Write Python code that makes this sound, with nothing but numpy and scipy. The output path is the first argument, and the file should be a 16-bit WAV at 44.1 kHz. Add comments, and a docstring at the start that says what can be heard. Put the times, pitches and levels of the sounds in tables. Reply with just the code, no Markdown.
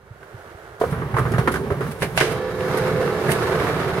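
"""An inline skater rolls far off in a playground, over a low breeze. From 0.8 s he is close by in a
brick yard: hard wheels roar, thump and clack over paving slabs, and the hollow boots drone.
He jumps, clips a steel handrail at 2.0 s, lands on it with both boots at 2.2 s and grinds along it
while the tube rings, bumping over a joint at 3.3 s. Brick walls answer the blows."""
import sys
import numpy as np
from scipy import signal
from scipy.fft import rfft, irfft, next_fast_len
from scipy.io import wavfile
from scipy.ndimage import map_coordinates

SR = 44100
rng = np.random.default_rng(int(sys.argv[2]) if len(sys.argv) > 2 else 0)


def pcm_store(signal):
    """Save signal as 16-bit PCM."""
    levels = np.round(np.clip(np.atleast_2d(signal), -1, 1) * 32767)
    wavfile.write(sys.argv[1], SR, levels.astype(np.int16).T)


N = 176400
YARD_S, GRIND_S = 0.798, 2.205

# Each row: time in seconds, then scrape, tube ring, hiss and rumble levels in dB.
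GRIND_LEVELS = [(2.2, -35, -25.5, -52, -47), (2.3, -26, -27.5, -44, -26.5),
                (2.44, -32.5, -27.5, -51.5, -35.5), (2.58, -32, -30.5, -47.5, -33),
                (2.78, -24.5, -26, -42, -28.5), (2.95, -27, -28, -44.5, -26.5),
                (3.2, -26.5, -27, -44.5, -33.5), (3.42, -23.5, -30.5, -41, -28.5),
                (3.68, -23, -32, -41.5, -28.5), (3.85, -25.5, -33.5, -45, -30),
                (3.99, -26, -24.5, -44.5, -30.5)]
# Friction noise. Each row: frequency in Hz, relative level in dB.
SCRAPE_SPECTRUM = [(100, -14), (270, 0.5), (410, 8.5), (560, 2), (680, 3), (800, -1), (1200, 1),
                   (1600, -1.5), (2200, -6.5), (3000, -14), (4200, -16.5), (7000, -37), (15000, -58)]
GRIND_HISS_SPECTRUM = [(1500, -15), (3300, 0.5), (5000, 5), (7500, 0.5), (10000, 1.5), (12000, 1.5),
                       (15500, -12)]
def grind():
    """The soles chatter along the rail, scraping, hissing and keeping the tube ringing."""
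    scrape, ring, hiss, rumble = gains(GRIND_LEVELS)
    contact = fade_in(GRIND_S, 0.02)
    chatter = amp(0.97 * wobble(70))
    scraping = scrape * noise(SCRAPE_SPECTRUM, grit_db=1.5)
    hissing = hiss * noise(GRIND_HISS_SPECTRUM, grit_db=0.5)
    friction = contact * chatter * (scraping + hissing)
    singing = ring * contact * singing_tube()
    body = contact * rumble * amp(0.93 * wobble(20)) * noise(RUMBLE_SPECTRUM)
    wet = amp(-7)  # further off, so more echo
    return (friction + wet * walls(friction)) / np.hypot(1, wet) + singing + body


# Steel tube. Each row: frequency in Hz, width in Hz, relative level in dB, time of strongest drive
# in seconds, fall either side in dB per second.
TUBE_MODES = [(209, 4, -6, 3.2, 6), (330, 6, -11, 3.1, 6), (370.6, 3, -.5, 3.0, 5), (401.5, 12, -5, 2.9, 2),
              (435.3, 2, 2, 2.8, 1), (478, 4, -3, 3.3, 2), (511.2, 2, 5, 2.75, 11), (660, 7, -9, 3.5, 6),
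              (805, 3, -11, 3.3, 4), (1152, 5, -13, 3.3, 4), (1460, 4, -11, 3.6, 5),
              (1736, 4, -12.5, 3.0, 2), (2215, 5, -22, 3.0, 2), (2690, 5, -28, 3.0, 2),
              (3172, 4, -21, 2.2, 16), (3778, 5, -27, 2.3, 4), (3952, 12, -27, 2.6, 2),
              (4514, 8, -30, 2.8, 2), (5130, 8, -30, 3.4, 2)]
def singing_tube():
    """Sliding sustains the modes; each swells as the boot passes the spot that drives it best."""
    t, out = clock(), np.zeros(N)
    flutter_db, wander_rad = 3, 0.8
    for hz, width_hz, db, best_s, fall_db_per_s in TUBE_MODES:
        level = amp(db - fall_db_per_s * np.abs(t - best_s) + flutter_db * wobble(17))
        phase = 2 * np.pi * (hz * t + rng.random()) + wander_rad * wobble(2 * width_hz)
        out += level * np.sin(phase)
    return unit(out)


# Boots striking the rail, then jolting on it. Each row: start in seconds, smack in dB, smack t60 in
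# seconds, treble in dB, thud in dB, crack in dB. Levels are relative.
LANDINGS = [(2.02, -18.5, 0.14, 1, -12.5, -34), (2.1751, -13.5, 0.15, 5, -45, -11.5),
            (2.202, -18.5, 0.34, 7, -39, -14), (2.21, -9, 0.048, -9, -12.5, -7.5),
            (2.606, -25, 0.034, -9, -33, -26), (2.852, -28.5, 0.027, -17, -30, -31),
            (3.0763, -24, 0.026, -22, -24, -18), (3.599, -23, 0.033, -12, -32, -23),
            (3.668, -22, 0.044, -18, -26, -24)]
# Impact noise. Each row: frequency in Hz, relative level in dB.
SMACK_SPECTRUM = [(100, -37), (400, -2), (750, 1), (1100, -2), (1700, -1), (2400, 1), (3200, -6),
                  (4500, -11), (7500, -19), (11000, -18.5), (15500, -37)]
THUD_SPECTRUM = [(40, -56), (140, 9), (270, -9.5), (400, 6.5), (700, -10), (1100, -13), (2000, -9.5),
                 (4000, -45), (12000, -36)]
def landings():
    """Plastic soles hit the rail: a hard crack, a bright smack and the thud of the skater's weight."""
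    out, t = np.zeros((2, N)), np.arange(SR // 4) / SR
    for start_s, db, t60_s, treble_db, thud_db, crack_db in LANDINGS:
        envelope = amp(db) * decay(t, t60_s, attack_s=0.002)
        envelope += amp(crack_db) * decay(t, t60_s=0.015, attack_s=0.00059)
        smack = envelope * noise(SMACK_SPECTRUM, size=len(t), grit_db=1.0, treble_db=treble_db)
        thud = amp(thud_db) * decay(t, t60_s=0.12) * noise(THUD_SPECTRUM, size=len(t))
        add(out, start_s, smack + thud)
    return out


# A sole on the loaded rail. Each row: frequency in Hz, width in Hz, relative gain in dB.
CLANK_MODES = [(628, 34, 2), (772, 30, -6), (1040, 43, -13), (1630, 83, -2), (1860, 34, -4),
               (2110, 42, -11), (2370, 35, -10), (2920, 55, -0.5), (3140, 22, -3), (3690, 22, -1)]
def struck_rail(hits):
    """Each blow sounds directly, clanks briefly and rings the tube's narrow modes."""
    clank = resonate(hits, CLANK_MODES)
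    ring = resonate(hits, [row[:3] for row in TUBE_MODES])
    return amp(-2) * hits + amp(-3.5) * clank + amp(-5) * ring


def bump():
    """A dull knock and a little clank as the sole crosses a joint of the rail."""
    knock = amp(-14) * swell(peak_s=3.295, rise_s=0.0075, fall_s=0.011) * noise(THUD_SPECTRUM)
    return knock + amp(-3) * resonate(knock, CLANK_MODES)


# Wheels and boots striking slabs. Each row: start in seconds, clatter in dB, clatter t60 in seconds,
# treble in dB, ring frequency in Hz, ring level in dB.
CLACKS = [(0.2296, -35, .04, -1, 1520, -32), (0.8128, -20, 0.03, 0, 671, -5.5),
          (0.8148, -23.5, 0.096, -1, 440, -5.5), (0.8379, -24.5, 0.079, -15, 480, -6.5),
          (0.924, -27.5, 0.28, -19, 1290, -45), (1.019, -23.5, 0.1, -26, 410, -17),
          (1.141, -22.5, 0.11, -9, 830, -19), (1.167, -17.5, 0.2, -5, 1084, -5),
          (1.184, -22.5, 0.13, -6, 1294, -7), (1.253, -23.5, 0.18, -14, 1120, -17),
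          (1.319, -30.5, 0.071, 17, 375, -13), (1.337, -20, 0.095, -6, 1050, -34),
          (1.382, -16.5, 0.097, 1, 580, -14), (1.4749, -9.5, 0.06, -4, 955, -12.5),
          (1.48, -15, 0.08, 0, 249, -11), (1.54, -22.5, 0.13, 8.5, 1500, -15.5),
          (1.558, -24, 0.12, 7, 1620, -14.5), (1.7035, -23.5, 0.1, -3, 394, -12),
          (1.711, -29, 0.027, 0, 414, -10), (1.721, -28, 0.072, 1, 405, -13),
          (1.807, -25, 0.28, 0, 398, -15), (1.866, -31.5, 0.13, 2, 392, -38)]
# Frame rattle. Each row: frequency in Hz, relative level in dB.
CLATTER_SPECTRUM = [(60, -27), (200, -14), (420, 4.5), (700, -7.5), (1150, 2), (1700, -3), (2600, -15),
                    (4500, -25.5), (7500, -31.5), (10500, -26), (15500, -42)]
def clacks():
    """Each strike cracks, rattles the frame and briefly rings two modes of the boot shell."""
    out, t = np.zeros((2, N)), np.arange(SR // 5) / SR

    def mode(hz):
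        return decay(t, t60_s=0.042 * np.sqrt(400 / hz), attack_s=0.00073) * np.sin(2 * np.pi * hz * t)

    crack = amp(-8) * decay(t, t60_s=0.0067)
    for start_s, db, t60_s, treble_db, ring_hz, ring_db in CLACKS:
        envelope = decay(t, t60_s, attack_s=0.001) + crack
        clatter = amp(db) * envelope * noise(CLATTER_SPECTRUM, size=len(t), treble_db=treble_db)
        ring = amp(ring_db) * (mode(ring_hz) + amp(-12.5) * mode(1.413 * ring_hz))
        add(out, start_s, clatter + ring)
    return out


# Each row: start in seconds, peak in dB, frequency in Hz.
JOINT_THUMPS = [(0.108, -31.5, 111), (0.343, -30.5, 111), (.548, -36.5, 84), (0.719, -39.5, 95),
                (.921, -15.5, 153), (1.14, -15, 131), (1.188, -16, 133), (1.211, -16, 125),
                (1.254, -14, 140), (1.311, -17, 125), (1.339, -12, 132), (1.355, -16, 127),
                (1.387, -8.5, 135), (1.713, -16.5, 101), (1.8, -27, 125), (1.883, -24, 222)]
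def thumps():
    """A few low cycles as a wheel drops into a paving joint."""
    out, t = np.zeros((2, N)), np.arange(SR // 8) / SR
    rise_s = 0.0063
    envelope = (t / rise_s * np.exp(1 - t / rise_s)) ** 1.08
    for start_s, db, hz in JOINT_THUMPS:
        add(out, start_s, amp(db) * envelope * np.sin(2 * np.pi * hz * t))
    return out


# Each row: time in seconds, then wheel, ground rumble and hiss levels in dB.
ROLL_LEVELS = [(.8, -34, -38, -43), (.95, -34, -26.5, -52.5), (1.1, -33.5, -30.5, -54.5),
               (1.2, -33.5, -30, -49), (1.4, -30, -27.5, -47.5), (1.6, -35, -32.5, -51),
               (1.78, -35, -31.5, -52), (1.89, -36.5, -31, -47), (1.97, -37, -37.5, -52.5),
               (2.2, -35, -30, -48)]
# Rolling noise; the grind shares the rumble. Each row: frequency in Hz, relative level in dB.
WHEEL_SPECTRUM = [(150, -46), (290, -15), (400, 2.5), (560, -8.5), (750, -10), (1100, -10), (1650, -12.5),
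                  (2600, -21.5), (4500, -35.5), (9000, -50)]
RUMBLE_SPECTRUM = [(20, -40), (45, -15), (75, -7), (125, -3), (165, -0.5), (220, -14.5), (300, -19),
                   (600, -27), (2000, -74)]
WHEEL_HISS_SPECTRUM = [(1500, -15), (3500, 0.5), (7500, -3.5), (10500, 0.5), (15500, -7.5)]
def rolling():
    """Hard wheels on rough slabs: a gritty roar and a faint hiss over a ground rumble."""
    wheel, ground, hiss = gains(ROLL_LEVELS)
    roar = wheel * noise(WHEEL_SPECTRUM) * amp(1.15 * wobble(70.3))
    rumble = ground * noise(RUMBLE_SPECTRUM) * amp(1.1 * wobble(25.15))
    gate = fade_in(YARD_S, 0.0039) * (1 - fade_in(GRIND_S, 0.068))
    return gate * (roar + rumble + hiss * noise(WHEEL_HISS_SPECTRUM))


# Each row: time in seconds, level in dB.
DRONE_LEVELS = [(.8, -42), (1.1, -41.5), (1.35, -34), (1.5, -32), (1.66, -29), (1.73, -43), (1.8, -30),
                (1.95, -47), (2.2, -50)]
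# Boot shell. Each row: frequency in Hz, width in Hz, relative gain in dB.
SHELL_MODES = [(262, 58, -5), (405, 26, 3)]
def boot_drone():
    """Rolling keeps the hollow boots droning until the landing."""
    level, = gains(DRONE_LEVELS)
    vibration = noise([(100, 7.0), (600, -4), (2000, -21)])
    gate = fade_in(YARD_S, 0.0056) * (1 - fade_in(GRIND_S, 0.022))
    return level * gate * unit(resonate(vibration, SHELL_MODES))


# Each row: peak time in seconds, level in dB, rise and fall in seconds, left minus right in dB.
SCUFFS = [(.915, -42.5, .012, 0.028, 2), (1.192, -35.5, 0.019, 0.013, 4), (1.392, -37, 0.0046, 0.015, 1),
          (1.523, -31.5, 0.0058, 0.017, -3), (1.918, -36, 0.0057, 0.01, 0), (2.028, -28, 0.013, 0.016, 0),
          (2.176, -29, 0.011, .01, -1), (2.325, -34.5, 0.013, 0.012, -6), (2.773, -26.5, 0.0013, 0.01, -4),
          (3.32, -21.5, 0.015, 0.012, -3.5)]
# Slipping plastic. 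Each row: frequency in Hz, relative level in dB.
SCUFF_SPECTRUM = [(600, -17), (2000, 9.5), (3500, 0.5), (7000, -5), (10000, 4), (12500, -3), (15500, -15)]
def scuffs():
    """Brief bright slips of plastic on stone or steel."""
    envelope = sum(amp(db) * pan(pan_db) * swell(peak_s, rise_s, fall_s)
                   for peak_s, db, rise_s, fall_s, pan_db in SCUFFS)
    return envelope * noise(SCUFF_SPECTRUM, grit_db=2.5)


# Each row: time in seconds, level in dB.
FAR_ROLL_LEVELS = [(0.0, -52), (0.15, -48.5), (0.215, -45.5), (0.25, -44.5), (0.4, -42.5), (0.6, -42.5),
                   (0.79, -43)]
# Distant wheels and moving air. Each row: frequency in Hz, relative level in dB.
FAR_ROLL_SPECTRUM = [(24, -26), (45, -15), (90, -20), (160, -17), (290, -16), (340, -3), (410, 1),
                     (540, -4), (640, -3), (1030, -9), (1480, -4), (2000, -13.5), (2600, -19.5),
                     (5000, -28.5), (12000, -31.5), (15800, -40)]
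BREEZE_SPECTRUM = [(25, -21), (60, 0), (110, 1.5), (170, -5), (250, -11), (500, -25), (2000, -64)]
def playground():
    """Distant wheels over a low, uneven breeze, slightly to the right."""
    level, = gains(FAR_ROLL_LEVELS)
    roll = level * noise(FAR_ROLL_SPECTRUM, grit_db=1) * amp(0.5 * wobble(39.8))
    breeze = amp(-53.5 + 1.7 * wobble(16.2)) * noise(BREEZE_SPECTRUM)
    gate = 1 - fade_in(YARD_S, 0.0053)
    return from_left(gate * (roll + breeze), lead_s=-0.00015) * pan(-1.4)


# Each row: frequency in Hz, echo t60 in seconds.
WALL_DECAY = [(150, 0.18), (1500, 0.15), (10000, 0.28)]
def walls(x):
    """The brick yard's echo, 10 ms late; each frequency dies at its own speed."""
    hz, t, bands = signal.stft(noise([(100, 1), (15000, -5.5)], size=SR // 2), SR, nperseg=256)
    bands = bands * amp(-60 * t / along(WALL_DECAY, hz)[:, None])
    tail = signal.istft(bands, SR, nperseg=256)[1]
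    tail = np.pad(tail / np.linalg.norm(tail[0]), ((0, 0), (SR // 100, 0)))
    return signal.fftconvolve(x.mean(0)[None], tail, axes=1)[:, :N]


# Scattered sound. Each row: frequency in Hz, left-right coherence from -1 to 1.
COHERENCE = [(100, 0.97), (300, 0.96), (500, 0.93), (1000, 0.77), (2000, 0.084), (3000, -0.12),
             (4200, -0.23), (7000, -0.053), (15000, 0.12)]
def noise(spectrum, size=N, grit_db=0, treble_db=0):
    """Coloured stereo noise of rms 1; grit clumps it into tiny impacts."""
    def response(hz):
        angle = np.arccos(np.clip(along(COHERENCE, hz), -1, 1)) / 2
        colour = amp(along(spectrum, hz) + treble_db * along([(1800, 0), (6000, 0.95)], hz))
        return colour * np.array([np.cos(angle), np.sin(angle)])

    pair = rng.standard_normal((2, size))
    if grit_db:
        pair *= amp(grit_db * wobble(700)[:size])
    mid, side = filtered(pair, response)
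    return unit(np.array([mid + side, mid - side]))


def amp(db):
    return 10 ** (np.asarray(db) / 20)


def pan(db):
    """Stereo gains, left louder by db."""
    return amp(db * np.array([[0.5], [-0.5]]))


def unit(x):
    """Scale to rms 1."""
    return x / np.sqrt(np.mean(x ** 2) + 1e-20)


def clock():
    return np.arange(N) / SR


def along(points, hz):
    """Interpolate (Hz, value) points on a log axis."""
    knots_hz, values = np.transpose(points)
    return np.interp(np.log(hz + 1), np.log(knots_hz + 1), values)


def gains(rows):
    """One gain per sample for each dB column after the time."""
    times_s, *columns_db = np.transpose(rows)
    return [amp(np.interp(clock(), times_s, db)) for db in columns_db]


def fade_in(start_s, length_s):
    return np.clip((clock() - start_s) / length_s, 0, 1)


def decay(t, t60_s, attack_s=0.00019):
    """Fast rise, exponential fall."""
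    return amp(-60 * t / t60_s) * (1 - np.exp(-t / attack_s))


def swell(peak_s, rise_s, fall_s):
    """An exponential cusp."""
    t = clock() - peak_s
    return np.exp(np.where(t < 0, t / rise_s, -t / fall_s))


def wobble(knots_per_s):
    """A smooth random curve."""
    return map_coordinates(rng.standard_normal(N // 16), [clock() * knots_per_s], mode="wrap")


def filtered(x, response):
    """Apply a response given as a function of Hz."""
    size = x.shape[-1]
    padded = next_fast_len(size + size // 4)
    return irfft(rfft(x, padded) * response(np.fft.rfftfreq(padded, 1 / SR)), padded)[..., :size]


def resonate(force, modes):
    """Drive (Hz, width Hz, dB) resonances."""
    return filtered(force, lambda hz: sum(
        amp(db) * 1j * hz * width_hz / (mode_hz ** 2 - hz ** 2 + 1j * hz * width_hz)
        for mode_hz, width_hz, db in modes))


def from_left(x, lead_s):
    """The left channel leads; a negative lead favours the right."""
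    return filtered(x, lambda hz: np.exp(1j * np.pi * hz * lead_s * np.array([[1], [-1]])))


def add(track, start_s, sound):
    part = track[:, round(start_s * SR):][:, :sound.shape[-1]]
    part += sound[..., :part.shape[1]]


def scene():
    """The playground, then the yard: the run-up comes from the left, the rail lies straight ahead."""
    rail = struck_rail(landings())
    run_up = from_left(rolling() + boot_drone() + clacks(), lead_s=0.000099)
    near = run_up + rail + bump() + scuffs()
    return playground() + thumps() + near + amp(-9) * walls(near) + grind()


# Each row: frequency in Hz, left minus right in dB.
MIC_BALANCE = [(60, -3.5), (500, -3.5), (2000, -3.5), (5000, -1), (11000, 0)]
# Each row: centre in Hz, width in Hz, depth from 0 to 1.
MIC_DIPS = [(2510, 22, 1), (7480, 40, 0.98)]
def record(dry):
    """The microphone favours its right side and has two narrow dips and a band limit."""
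    def response(hz, top_hz=15900):
        dips = [1 - depth / (1 + ((hz - centre_hz) / width_hz) ** 2)
                for centre_hz, width_hz, depth in MIC_DIPS]
        return pan(along(MIC_BALANCE, hz)) * np.prod(dips, axis=0) * (hz < top_hz)

    return filtered(dry, response)


dry = scene()
out = record(dry)
pcm_store(out)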